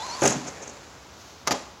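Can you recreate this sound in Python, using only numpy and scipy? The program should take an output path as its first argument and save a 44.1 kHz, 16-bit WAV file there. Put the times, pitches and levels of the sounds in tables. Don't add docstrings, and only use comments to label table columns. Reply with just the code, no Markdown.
import sys
import numpy as np
from scipy import signal
from scipy.fft import rfft, irfft
from scipy.io import wavfile
from scipy.ndimage import uniform_filter1d

SR = 44100
rng = np.random.default_rng(int(sys.argv[2]) if len(sys.argv) > 2 else 0)


def generate_wav(sig):
    pcm = np.round(np.clip(np.atleast_2d(sig).T, -1, 1) * 32767).astype(np.int16)
    wavfile.write(sys.argv[1], SR, pcm)


N = 79380
T = np.arange(N) / SR

# time in seconds, shaft speed in Hz.
SHAFT_SPEED = [(0, 441), (.015, 438), (.035, 496), (.06, 547.7), (.08, 490), (.105, 455.7), (.135, 485.4),
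               (.18, 543.4), (.205, 483), (.25, 445), (.36, 448.6), (.43, 489)]
# shaft multiple, relative level in dB, peak time and spread in seconds.
DRIVE_TONES = [(2, 0.5, 0.034, 0.26), (8, -2, 0.02, .05), (9, -6.5, 0.11, 0.16), (11, -9, 0.12, 0.021),
               (13, -8.5, 0.1, 0.015)]
# time in seconds, level in dB.
TYRE_LEVEL = [(0, -38), (.36, -36.5), (.43, -42), (.65, -48), (1.46, -58.5), (1.55, -37), (1.66, -50),
              (1.8, -63)]
# start in seconds, rumble level in dB,
# rumble decay (t60) in seconds, knock level in dB, knock pitch in Hz.
RAMP_BLOWS = [(0.2197, -16.5, 0.085, -7.5, 334), (0.2387, -16.5, 0.077, -8.5, 438.4),
              (.2528, -14, 0.11, -6.5, 393), (.277, -27.5, 0.2, -27, 460), (.307, -27.5, .18, -26, 426),
              (.458, -34.5, 0.2, -42, 444)]
# pitch in Hz, relative level in dB, t60 in seconds.
RAMP_MODES = [(134.2, -2, 0.41), (238, -3, .3), (301, 3, 0.12), (416, 3, 0.058), (463, 3, 0.17),
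              (665, -2, 0.1)]
# multiple of the knock pitch, relative level in dB, t60 in seconds.
KNOCK_MODES = [(1, -1, 0.038), (1.73, -4, 0.036)]
# start in seconds, level in dB, pitch in Hz.
CLINKS = [(.219, -24.5, 6700), (.233, -24.5, 6500), (.246, -23, 6640), (0.253, -19, 6460),
          (.259, -17.5, 6400), (0.263, -17, 6190), (0.2771, -11, 6880), (0.2802, -17.5, 6020),
          (0.299, -21, 6940)]
# start in seconds, clatter level in dB,
# clatter t60 in seconds, favoured pitch in Hz, ring level in dB.
SLAPS = [(0.258, -23, .019, 700, -36), (1.4692, -33, 0.039, 1233, -35), (1.4735, -17.5, 0.039, 2070, -16.5),
         (1.478, -18.5, 0.017, 1380, -29), (1.4807, -21.5, 0.029, 1233, -16),
         (1.5091, -17.5, 0.05, 430, -13.5), (1.5162, -17.5, 0.019, 735, -7.5),
         (1.5202, -20.5, .041, 270, -18.5), (1.525, -19, 0.023, 735, -22)]
# pitch in Hz, relative level in dB, t60 in seconds.
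SHELL_MODES = [(268, 1, 0.045), (428, -8, 0.049), (735, -4, 0.053), (1240, 3.5, 0.044), (2085, 2.5, 0.024)]
# peak time in seconds, level in dB, spread in seconds.
RATTLES = [(0.323, -31, 0.018), (.482, -35, 0.013), (0.633, -39, 0.011), (.679, -34, 0.0031),
           (0.699, -41, 0.0072)]
# start in seconds, level in dB, t60 in seconds.
SNAPS = [(1.4745, -20.5, 0.0056), (1.5102, -32, .008), (1.5198, -35, 0.011)]
# start in seconds, level in dB.
AXLE_THUDS = [(1.476, -21), (1.514, -19)]

# frequency in Hz, relative level in dB.
TYRE_EQ = [(30, -23), (70, 0.5), (130, -3.5), (400, -1.5), (800, 7.5), (1500, 1), (3200, -4.5),
           (7200, -1.5), (9000, -23.5), (11000, -16), (14000, -47)]
AIR_EQ = [(25, -56), (59, 1), (149, -7), (1330, -11), (1740, -17), (2690, -19.5), (6210, -21.5),
          (8590, -37), (16000, -38.5)]
RUMBLE_EQ = [(40, -37), (80, -24), (130, -4), (600, 2), (1100, -7), (2400, -12), (4000, -25), (14000, -56)]
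CLINK_EQ = [(1000, -11.5), (3800, -19.5), (5400, -11.5), (6500, -5.5), (7100, -8.5), (9000, -19.5),
            (15000, -62)]
SCRAPE_EQ = [(2000, -10), (4200, -12), (6700, 3), (9000, -20.5), (10800, -11.5), (14000, -43)]
CLATTER_EQ = [(40, -38), (100, -0.5), (240, 7.5), (800, 4), (3500, -3.5), (5200, 0), (7000, 1.5),
              (8500, -26), (11000, -14.5), (16000, -35)]
BOOM_EQ = [(85, -37), (135, -4), (170, -3.5), (230, -1), (310, -4), (420, -38), (2000, -70)]
JUDDER_EQ = [(200, -23), (330, -7), (520, 2.5), (800, -12.5), (2400, -10.5), (4000, -48)]
WHIRR_EQ = [(1500, -14), (2700, -7.5), (6500, -2.5), (8200, -23)]
SNAP_EQ = [(5000, -2), (11000, -2), (15000, -7)]
THUD_EQ = [(40, -44), (100, -12), (250, -3), (700, 2), (950, -3), (2000, -50)]
YARD_EQ = [(60, -10.5), (150, 6.5), (3500, 8), (9000, 1.5), (15000, -55)]


def amp(db):
    return 10 ** (np.asarray(db) / 20)


def unit(x):
    return x / np.sqrt(np.mean(x ** 2))


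def noise():
    return rng.standard_normal(N)


def wander(rate_hz):
    width = int(SR / rate_hz)
    return unit(uniform_filter1d(uniform_filter1d(noise(), width), width))


def rise(attack_s):
    return 1 - np.exp(-T / attack_s)


def fade(t60):
    return amp(-60 * T / t60)


def swell(peak_s, spread_s):
    return np.exp(-((T - peak_s) / spread_s) ** 2)


def at(start_s, x):
    return np.concatenate([np.zeros(int(start_s * SR)), x])[:N]


def eq(x, curve):
    hz, db = np.array(curve).T
    size = 4096
    bins_hz = np.maximum(np.fft.rfftfreq(size, 1 / SR), 1)
    gain = amp(np.interp(np.log(bins_hz), np.log(hz), db))
    cepstrum = irfft(np.log(gain))
    cepstrum[1:size // 2] *= 2
    cepstrum[size // 2 + 1:] = 0
    response = irfft(np.exp(rfft(cepstrum)))
    return signal.fftconvolve(x, response / np.linalg.norm(response))[:N]


def burst(t60):
    return np.sign(noise()) * fade(t60)


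def ring(modes):
    return sum(amp(db) * fade(t60) * np.sin(2 * np.pi * (hz * T + rng.random()))
               for hz, db, t60 in modes) / np.sqrt(len(modes) / 2)


def motor():
    shaft_hz = np.interp(T, *np.array(SHAFT_SPEED).T)
    tones = 0
    for multiple, db, peak_s, spread_s in DRIVE_TONES:
        is_gear = multiple > 2
        jitter, flicker_db = (.02, 4) if is_gear else (.01, 1.5)
        angle = 2 * np.pi * np.cumsum(shaft_hz * (1 + jitter * wander(244))) / SR
        level = amp(db + flicker_db * wander(34)) * swell(peak_s, spread_s)
        tones += level * np.sin(multiple * angle)
    return tones * amp(-35.5)


def tyres():
    grit = noise() * amp(1.55 * wander(750))
    return unit(eq(grit, TYRE_EQ)) * amp(np.interp(T, *np.array(TYRE_LEVEL).T))


def outdoor_air():
    return unit(eq(noise(), AIR_EQ)) * amp(-48.5 + 0.28 * wander(28))


def ramp_knocks():
    out = 0
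    for start_s, rumble_db, t60, knock_db, knock_hz in RAMP_BLOWS:
        rumble = eq(burst(t60), RUMBLE_EQ) + amp(-8.5) * ring(RAMP_MODES)
        knock = ring([(ratio * knock_hz, db, decay) for ratio, db, decay in KNOCK_MODES])
        out += at(start_s, rise(0.002) * (amp(rumble_db) * rumble + amp(knock_db) * knock))
    return out


def metal_clinks():
    ping_t60, tail_t60 = 0.0098, 0.048
    out = 0
    for start_s, db, hz in CLINKS:
        sizzle = eq(.5 * burst(ping_t60) + amp(-11) * burst(tail_t60), CLINK_EQ)
        ping = np.sin(2 * np.pi * hz * T) * rise(0.00023) * fade(ping_t60)
        out += at(start_s, amp(db) * (sizzle + amp(7.5) * ping))
    return out


def chassis_scrape():
    grit = noise() * amp(4 * wander(420))
    return eq(grit, SCRAPE_EQ) * amp(-28) * swell(peak_s=0.27, spread_s=0.046)


def chassis_slaps():
    db_per_octave, max_cut_db = 18, 20
    out = 0
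    for start_s, clatter_db, t60, favoured_hz, ring_db in SLAPS:
        modes = [(hz, db - min(db_per_octave * abs(np.log2(hz / favoured_hz)), max_cut_db), decay)
                 for hz, db, decay in SHELL_MODES]
        crack = amp(-1.5) * burst(t60=0.0084)
        clatter = eq(burst(t60) + crack, CLATTER_EQ)
        shell = rise(0.00095) * ring(modes)
        out += at(start_s, amp(clatter_db) * clatter + amp(ring_db) * shell)
    return out


def ramp_boom():
    shudder = rise(attack_s=0.066) * eq(burst(t60=0.48), BOOM_EQ)
    return at(.265, amp(-22.5) * shudder)


def ramp_rattles():
    jingle = unit(eq(eq(noise(), CLINK_EQ), CLINK_EQ))
    return jingle * sum(amp(db) * swell(peak_s, spread_s) for peak_s, db, spread_s in RATTLES)


def ramp_judder():
    flutter = noise() * amp(2.5 * wander(90))
    return eq(flutter, JUDDER_EQ) * amp(-47) * swell(peak_s=0.59, spread_s=0.2)


def gear_whirr():
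    return eq(noise(), WHIRR_EQ) * amp(-53 + 2 * wander(73)) * swell(peak_s=1.27, spread_s=0.22)


def landing_snaps():
    return eq(sum(at(start_s, amp(db) * burst(t60)) for start_s, db, t60 in SNAPS), SNAP_EQ)


def axle_thuds():
    return sum(at(start_s, amp(db) * rise(attack_s=0.015) * eq(burst(t60=0.14), THUD_EQ))
               for start_s, db in AXLE_THUDS)


def yard_echoes(send):
    build_up = 1 - swell(peak_s=0, spread_s=0.0068)
    truck = amp(-15) * unit(build_up * fade(t60=0.31) * noise())
    tail = amp(-24) * unit(build_up * fade(t60=2.34) * noise())
    wall = amp(-31.5) * unit(swell(peak_s=0.401, spread_s=0.062) * noise())
    response = eq((truck + tail + wall) / np.sqrt(N), YARD_EQ)
    return signal.fftconvolve(send, response)[:N]


def scene():
    whine = motor()
    blows = ramp_knocks() + metal_clinks() + chassis_scrape() + chassis_slaps()
    blows += ramp_boom() + ramp_rattles() + ramp_judder()
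    blows += landing_snaps() + axle_thuds()
    echoes = yard_echoes(blows + 0.51 * whine)
    return (whine + tyres() + outdoor_air() + blows + gear_whirr() + echoes)[None]


def record(dry):
    ceiling, low_cut_hz, high_cut_hz = .7, 48, 15850
    high_pass = signal.butter(3, low_cut_hz, "high", fs=SR, output="sos")
    low_pass = signal.ellip(10, .2, 80, high_cut_hz, fs=SR, output="sos")
    rounded = ceiling * np.tanh(dry / ceiling)
    return signal.sosfilt(np.vstack([high_pass, low_pass]), rounded)


dry = scene()
out = record(dry)
generate_wav(out)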